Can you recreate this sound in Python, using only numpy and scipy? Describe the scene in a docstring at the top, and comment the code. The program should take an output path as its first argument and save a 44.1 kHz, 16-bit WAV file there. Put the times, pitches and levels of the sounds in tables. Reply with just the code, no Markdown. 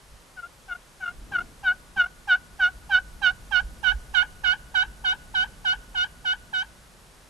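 """A run of hen turkey yelps, played on a friction pot call by a hunter at the edge of a field.
In each stroke the striker sticks and slips on the plate: the pitch scoops down and up, and the pot
favours the second partial. The hand-held microphone swings away from the caller, so the yelps move
right and the trees answer more. Underneath lies a bed of wind rumble and hiss, with a sleeve rustle
and one soft knock on the microphone."""
import sys
import numpy as np
from scipy import signal
from scipy.fft import rfft, irfft, next_fast_len
from scipy.io import wavfile

SR = 44100
rng = np.random.default_rng(int(sys.argv[2]) if len(sys.argv) > 2 else 0)


def bounce(signal):
    """Save signal as a 16-bit WAV file at the path given by the first command-line argument."""
    frames = np.transpose(np.atleast_2d(signal))
    limited = np.clip(frames, -1, 1)
    pcm = np.round(limited * 32767).astype(np.int16)
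    wavfile.write(sys.argv[1], SR, pcm)


N = 321489
TIME = np.arange(N) / SR

# how alike left and right are in every noise layer: (f/Hz, likeness/0-1)
STEREO_LIKENESS = [(50, .93), (90, .9), (160, .45), (330, .7), (630, .65), (1200, .42), (2500, .33),
                   (3800, .5), (6000, .84), (12000, .87)]
# tone of still air and microphone hiss: (f/Hz, relative level/dB)
HISS_COLOUR = [(210, -34), (350, -4), (537, -3.5), (671, -5.5), (1090, -4), (1270, -4.5), (1380, -5.5),
               (1970, -8.5), (2220, -10), (4870, -13), (12000, -16.5), (15600, -46.5), (22000, -120)]
# wind and handling swell as the microphone swings: (t/s, level/dB)
WIND_SWELL = [(0, -60), (.9, -58.5), (1.4, -49.5), (2.1, -55), (3.1, -48), (3.9, -45), (4.7, -49.5),
              (5.5, -47), (6.3, -52.5), (7.29, -57.5)]
# single gusts on the microphone: (t/s, peak level/dB, half width/s)
GUSTS = [(.14, -46.5, 0.064), (1.2, -43.5, 0.076), (3.14, -40, 0.045), (3.681, -36.5, 0.068),
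         (3.95, -33, 0.057), (4.5, -45, 0.039), (4.9, -40, .03)]
# the wind's deep rumble: (f/Hz, relative level/dB)
RUMBLE_COLOUR = [(8.8, -34), (15, -1.5), (32, 2.5), (49, 5), (61, 4.5), (80, -37.5), (90, -5.5), (120, -36),
                 (200, -120)]
# the buffeting above it: (f/Hz, relative level/dB)
BUFFET_COLOUR = [(50, -11), (90, 0.5), (160, 2), (250, -4.5), (400, -13.5), (700, -12.5), (1400, -24.5)]
# sleeve rustle: (t/s, level/dB)
SLEEVE_LEVEL = [(0, -69), (1.0, -71), (1.2, -56), (1.4, -47), (1.6, -65), (1.9, -68), (7.29, -68)]
# its muffled tone: (f/Hz, relative level/dB)
SLEEVE_COLOUR = [(120, -2.5), (280, 0), (500, -12.5), (1200, -18.5), (3000, -26), (8000, -93)]
# knock on the microphone's body: (t/s, level/dB)
KNOCKS = [(1.965, -38.5)]
# its dull thud: (f/Hz, relative level/dB)
KNOCK_COLOUR = [(50, -5), (100, 0), (150, 5), (220, -6), (500, -22), (1200, -46)]

# how far the microphone points away from the caller: (t/s, turn/0-1)
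MIC_TURN = [(0, 0), (3.25, 0.11), (3.56, 0.13), (3.88, 0.36), (4.19, 0.83), (4.8, 0.95), (5.7, 1),
            (6.6, 0.76)]
# where the call sits in the stereo image: (t/s, left minus right/dB)
CALL_PAN = [(.4, 1.5), (1.7, -1), (2.95, -4.5), (3.3, -9.5), (3.85, -17), (4.2, -12.5), (4.8, -3.5),
            (5.1, 2.5), (6.6, 2)]
# how far the left side trails when fully turned: (f/Hz, phase/rad)
LEFT_LAG = [(750, 1.35), (1500, 2.85), (2250, 1.87), (3000, 2.04), (3700, 2.11), (4500, 1.5), (6000, 0.62)]
# slaps off near trunks, when facing the caller: (delay/s, left level/dB, right level/dB)
TRUNK_ECHOES = [(.016, -20, -25), (.024, -23, -28)]

# one stroke per yelp: (t/s, length/s, lowest f/Hz, sag down to it/Hz, fundamental level/dB,
# second partial level/dB, overtone level/dB, swell of the last two across the stroke/dB)
YELPS = [(0.365, 0.11, 692, 71, -56.5, -30, -53, -4), (0.681, 0.089, 699, 76, -51, -29.5, -48.5, 6),
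         (1.002, 0.12, 701, 81, -51, -27, -43, 4), (1.316, 0.11, 697, 127, -48, -23, -40, 4.5),
         (1.633, 0.1, 724.7, 86, -43, -18, -34.5, 10.5), (1.963, .11, 706, 96, -42, -15.5, -29.5, -1),
         (2.276, 0.09, 722, 95, -40.5, -15.5, -28, 6.5), (2.593, .104, 719.5, 68, -41.5, -16, -29, -3.5),
         (2.896, 0.1, 733.5, 94, -40.5, -15.5, -26.5, 13.5), (3.217, 0.1, 722, 99, -41, -16, -24.5, 0),
         (3.513, 0.1, 725.7, 83, -40.5, -17, -26, 2.5), (3.832, .1, 728.6, 58, -42, -17, -25.5, 0.5),
         (4.14, .1, 722.3, 47, -41, -17.5, -23.5, -2.5),
         (4.437, 0.11, 728.7, 16.5, -41.5, -19, -25.5, -2.5), (4.743, .1, 737.8, 20, -40.5, -19.5, -27, -1),
         (5.042, .1, 732, 10.5, -41.5, -21, -27, -3.5), (5.342, 0.11, 739.4, 11, -42, -21, -27.5, -2.5),
         (5.647, .1, 728.5, 18, -42, -21.5, -27, -2), (5.946, 0.11, 724.4, 14, -45, -23, -28, 4),
         (6.246, .1, 728.5, 9.9, -46.5, -23, -28.5, 3.5),
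         (6.529, 0.11, 738.7, 15, -47.5, -24.5, -31.5, -4.5)]
# the striker loses its grip in the light first strokes: (t/s, depth/dB, half width/s)
GRIP_SKIPS = [(0.417, 30.5, 0.012), (0.744, 24.5, 0.0056), (1.054, 12.5, 0.0064), (1.074, 26, 0.0029),
              (1.102, 7, 0.0084), (1.377, 17, 0.0052), (1.401, 24, 0.0024), (2.033, 13.5, 0.013),
              (2.055, 20.5, 0.0059)]
# the hand goes from a gentle drag to a brisk oval: (t/s, briskness/0-1)
BRISKNESS = [(0, 0.12), (1.7, 0.09), (2.3, 0.18), (3.25, 0.13), (3.55, 0.51), (3.9, 0.6), (4.4, 0.98),
             (6.6, 1)]
# a loose hold on the striker adds rasp and flutter: (t/s, looseness with 1 = firm)
LOOSENESS = [(0, 0.8), (1.45, 2.07), (1.7, 0.81), (2.0, 1.44), (2.3, 1.08), (7.29, .8)]
# partials 4 and up, against the overtone level: (level/dB)
OVERTONES_DB = [-1, -12, -21, -30, -31, -41.5, -39.5, -45.5]
# the call's colour shifts along the run: (t/s, third partial gain/dB, highest partials gain/dB)
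CALL_COLOUR = [(1.4, 2.5, -2), (2.3, 0, 2), (3.2, 1, 3), (3.8, 0, -2), (4.2, 2.5, -1.5), (4.7, 2, 3),
               (5.1, -1.5, 3), (5.7, -2, 4), (6.6, 0.5, 6)]
# the striker's scrape, coloured by the pot: (f/Hz, relative level/dB)
SCRAPE_COLOUR = [(400, -42), (650, -53), (850, 11), (1120, 18), (1750, -19), (2100, -5), (2750, 14),
                 (3900, -3.5), (6000, -2), (11000, -51)]
# grit under a firmly pressed striker: (f/Hz, relative level/dB)
GRIT_COLOUR = [(1500, -26), (2200, 1), (2700, 10), (3900, 4.5), (5500, -13.5), (8000, -28.5), (11000, -22)]


def from_db(db):
    """Decibels to gain."""
    return 10 ** (np.asarray(db) / 20)


def rms_one(x):
    """Normalise to rms 1."""
    return x / np.sqrt(np.mean(x ** 2) + 1e-20)


def between(pair, share):
    """Blend from the first value of a pair to the second."""
    return pair[0] + (pair[1] - pair[0]) * share


def in_time(rows):
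    """Each column of an automation curve at every sample."""
    times, *columns = np.transpose(rows)
    return [np.interp(TIME, times, column) for column in columns]


def at_hz(points, hz):
    """Read a curve on a log-frequency axis."""
    known_hz, values = np.transpose(points)
    return np.interp(np.log(hz + 1e-9), np.log(known_hz), values)


def wobble(rate_hz):
    """Random modulation of rms 1, up to the given rate."""
    lowpass = signal.butter(2, rate_hz, fs=SR / 10, output="sos")
    slow = signal.sosfilt(lowpass, rng.standard_normal(N // 10 + 2))
    return np.interp(np.arange(N) / 10, np.arange(len(slow)), rms_one(slow))


def stereo_noise(colour):
    """Coloured noise of rms 1, wider in some bands than in others."""
    size = next_fast_len(N, True)
    hz = np.fft.rfftfreq(size, 1 / SR)
    mid, side = rfft(rng.standard_normal((2, size)))
    alike = at_hz(STEREO_LIKENESS, hz)
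    both = np.sqrt(1 + alike) * mid + np.sqrt(1 - alike) * side * [[1], [-1]]
    return rms_one(irfft(both * from_db(at_hz(colour, hz)), size)[:, :N])


def hiss(level_db=-55):
    """A steady bed of still air and microphone hiss."""
    return from_db(level_db) * stereo_noise(HISS_COLOUR)


def wind(flutter_db=1.0, flutter_hz=6.2, buffet_offset_db=-23, buffet_follows=0.61):
    """Wind on the microphone: a gusty rumble, and buffeting that follows part of its swell."""
    swell_db, = in_time(WIND_SWELL)
    gusts = sum(from_db(db) * np.exp(-((TIME - s) / width) ** 2) for s, db, width in GUSTS)
    rumble = np.hypot(from_db(swell_db + flutter_db * wobble(flutter_hz)), gusts)
    buffet = from_db(buffet_offset_db + buffet_follows * swell_db)
    return rumble * stereo_noise(RUMBLE_COLOUR) + buffet * stereo_noise(BUFFET_COLOUR)


def sleeve():
    """Cloth rustles in one brief, muffled swell."""
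    return from_db(in_time(SLEEVE_LEVEL)[0]) * stereo_noise(SLEEVE_COLOUR)


def knock(attack_s=0.0063):
    """A bump on the microphone's body: a short thud of low noise."""
    gain = 0
    for s, db in KNOCKS:
        age = np.maximum(TIME - s, 0) / attack_s
        gain = gain + from_db(db) * age * np.exp(1 - age)
    return gain * stereo_noise(KNOCK_COLOUR)


def trees(send, turn, t60_s=0.99, build_s=0.0097, tail_db=-32.5, tail_hz=2400, trunks_hz=3800):
    """Slaps off near trunks and a thin, dull tail from the wood; both rise as the microphone turns."""
    dull, bounced = (signal.sosfilt(signal.butter(2, hz, fs=SR, output="sos"), send)
                     for hz in (tail_hz, trunks_hz))
    t = np.arange(SR) / SR
    tail = rng.standard_normal((2, SR)) * from_db(-60 * t / t60_s) * (1 - np.exp(-t / build_s))
    tail /= np.sqrt(np.sum(tail ** 2) / 2)
    far = signal.fftconvolve(dull[None] * from_db(tail_db + 6 * turn), tail)[:, :N]
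    near = sum(from_db([[left], [right]]) * np.interp(TIME - delay, TIME, bounced)
               for delay, left, right in TRUNK_ECHOES)
    return far + near * from_db(7 * turn)


def shudder(rate_hz=297, width_hz=14):
    """The striker's own shudder: noise in one narrow resonance, rms 1."""
    resonance = signal.iirpeak(rate_hz, rate_hz / width_hz, fs=SR)
    return rms_one(signal.lfilter(*resonance, rng.standard_normal(N)))


def striker_grip(looseness, stutter_db=1.9, stutter_hz=70):
    """Gain of the striker's contact: it ducks at each skip and stutters when the hold is loose."""
    skip_db = sum(depth * np.exp(-((TIME - s) / width) ** 2) for s, depth, width in GRIP_SKIPS)
    return from_db(stutter_db * np.maximum(looseness - 1, 0) * wobble(stutter_hz) - skip_db)


def strokes(catch_s=0.0062, flick_s=0.009, bite_s=0.021, lead_s=0.0062, linger_s=0.0029):
    """The hand's strokes: pitch, looseness, gains of fundamental (low), second partial (tone), edge."""
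    rows = np.array(YELPS)
    middles = rows[:, 0] + rows[:, 1] / 2
    nearest = np.searchsorted((middles[1:] + middles[:-1]) / 2, TIME)
    start, length, lowest_hz, sag_hz, low_db, tone_db, edge_db, swell_db = rows[nearest].T
    age, remaining = TIME - start, start + length - TIME
    along = np.clip(age / length, 0, 1)
    brisk, = in_time(BRISKNESS)   # blends each (gentle, brisk) pair below

    # the pitch starts high until the striker catches, scoops, and flicks up as it lifts
    lowest_at = between((0.68, 0.53), brisk)
    catch = between((5, 171.7), brisk) * np.exp(-np.maximum(age, 0) / catch_s)
    sag = sag_hz * np.maximum(1 - along / lowest_at, 0) ** 1.5
    climb = between((35.03, 62.25), brisk) * np.maximum((along - lowest_at) / (1 - lowest_at), 0) ** 1.8
    flick = between((1, 173), brisk) * np.exp(-(np.maximum(remaining, 0) / flick_s) ** 2)
    hz = lowest_hz + catch + sag + climb + flick

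    def envelope(db, attack_s, release_s, arch_db=0, late_s=0):
        """Attack, a hold that droops by arch_db at both ends, and release."""
        rise = np.clip((age + lead_s - late_s) / attack_s, 0, 1)
        fall = np.clip((remaining + linger_s) / release_s, 0, 1)
        hold = from_db(db - arch_db * np.abs(2 * along - 1) ** 1.75)
        return hold * np.sin(np.pi / 2 * rise * fall) ** 2

    lean_db = swell_db * (along - 0.5)
    low = envelope(low_db, attack_s=0.013, release_s=0.013)
    tone = envelope(tone_db + lean_db, attack_s=0.021, release_s=0.014,
                    arch_db=between((18, 5.5), brisk))
    # the overtones that give the edge need a firm grip, so they come last and go first
    edge = envelope(edge_db + lean_db, attack_s=0.02, release_s=0.028,
                    arch_db=between((24.5, 5.5), brisk), late_s=0.0053)
    looseness, = in_time(LOOSENESS)
    grip = striker_grip(looseness)
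    bite = 1 + 1.34 * np.exp(-np.maximum(age, 0) / bite_s)   # looser while the striker bites in
    return hz, looseness * bite, low * np.sqrt(grip), tone * grip, edge * grip


def pot_call(turn, jitter=0.00313, waver=0.00209, rasp=0.018, flutter_db=0.7027, fray=0.015,
             uneven_db=2.5, slide_db=24, third_db=-5, scrape_db=-9, grit_db=-20):
    """Stick-slip partials with scrape and grit; returns the stereo call and a mono send to the trees."""
    hz, loose, low, tone, edge = strokes()
    third_shift_db, highest_db = in_time(CALL_COLOUR)
    pan_db, = in_time(CALL_PAN)
    # the microphone's body shades each band differently: (facing, turned away)
    low_pan = pan_db + between((0, -3.5), turn)
    tone_pan = pan_db + between((3, -10), turn)
    edge_pan = pan_db + between((-0.5, 2), turn)
    # the shudder puts rasping side tones around every partial
    slips = loose * (shudder() + 0.13 * wobble(600))
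    # at the high ends of the scoop the striker barely holds:
    # the cavity lifts the fundamental and the rest breaks up
    sliding = np.clip((hz - 790) / 100, 0, 1.5)
    cavity = from_db(at_hz([(700, -0.5), (750, -1.5), (880, 10.5), (1000, 3.5)], hz))
    held = from_db(-slide_db * sliding)
    detune = (loose + 2 * sliding) * (jitter * wobble(329) + waver * wobble(71))
    phase = 2 * np.pi * np.cumsum(hz * (1 + detune)) / SR

    third = from_db(third_db + third_shift_db) * np.sqrt(low * edge)
    partials = [(low * cavity, low_pan),
                (tone * np.sqrt(held), tone_pan),
                (third * np.sqrt(held), (low_pan + edge_pan) / 2)]
    for k, level_db in enumerate(OVERTONES_DB):
        bright_db = highest_db * min(k, 3) / 3
        gain = edge * held ** (0.5 + k / 2) * from_db(level_db + bright_db)
        partials.append((gain, edge_pan / (1 + 0.3 * k)))

    direct, send = np.zeros((2, N)), np.zeros(N)
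    centre_hz = np.average(hz, weights=tone)
    for k, (gain, balance_db) in enumerate(partials, 1):
        flutter = from_db(flutter_db * loose * k / 2 * wobble(79))
        gain = np.sqrt(2) * gain * (1 + rasp * slips) * flutter
        if k > 4:   # the upper partials vary as the striker crosses the plate
            gain *= from_db(uneven_db * wobble(14))
        # no two slips have the same shape, which frays the highest partials most
        angle = k * phase + fray * (k / 4) ** 2 * wobble(230)
        lag = turn * at_hz(LEFT_LAG, k * centre_hz)
        left_share = 1 / (1 + from_db(-2 * balance_db))
        wave = gain * np.sin(angle)
        direct += np.sqrt([2 * left_share, 2 * (1 - left_share)]) * [gain * np.sin(angle - lag), wave]
        send += wave
    scrape = from_db(scrape_db) * np.sqrt(loose + sliding) * low * stereo_noise(SCRAPE_COLOUR)
    scrape *= from_db([low_pan / 2, -low_pan / 2])
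    grit = from_db(grit_db) * edge * stereo_noise(GRIT_COLOUR)
    return direct + scrape + grit, send + 3 * scrape[0] + 2 * grit[0]


def scene():
    """The yelps up front, the trees behind, wind, handling and hiss below."""
    turn, = in_time(MIC_TURN)
    call, send = pot_call(turn)
    return call + trees(send, turn) + wind() + sleeve() + knock() + hiss()


def record(dry, cutoff_hz=12100):
    """A steep high cut on the whole mix."""
    return signal.sosfilt(signal.ellip(12, 0.2, 80, cutoff_hz, fs=SR, output="sos"), dry)


dry = scene()
out = record(dry)
bounce(out)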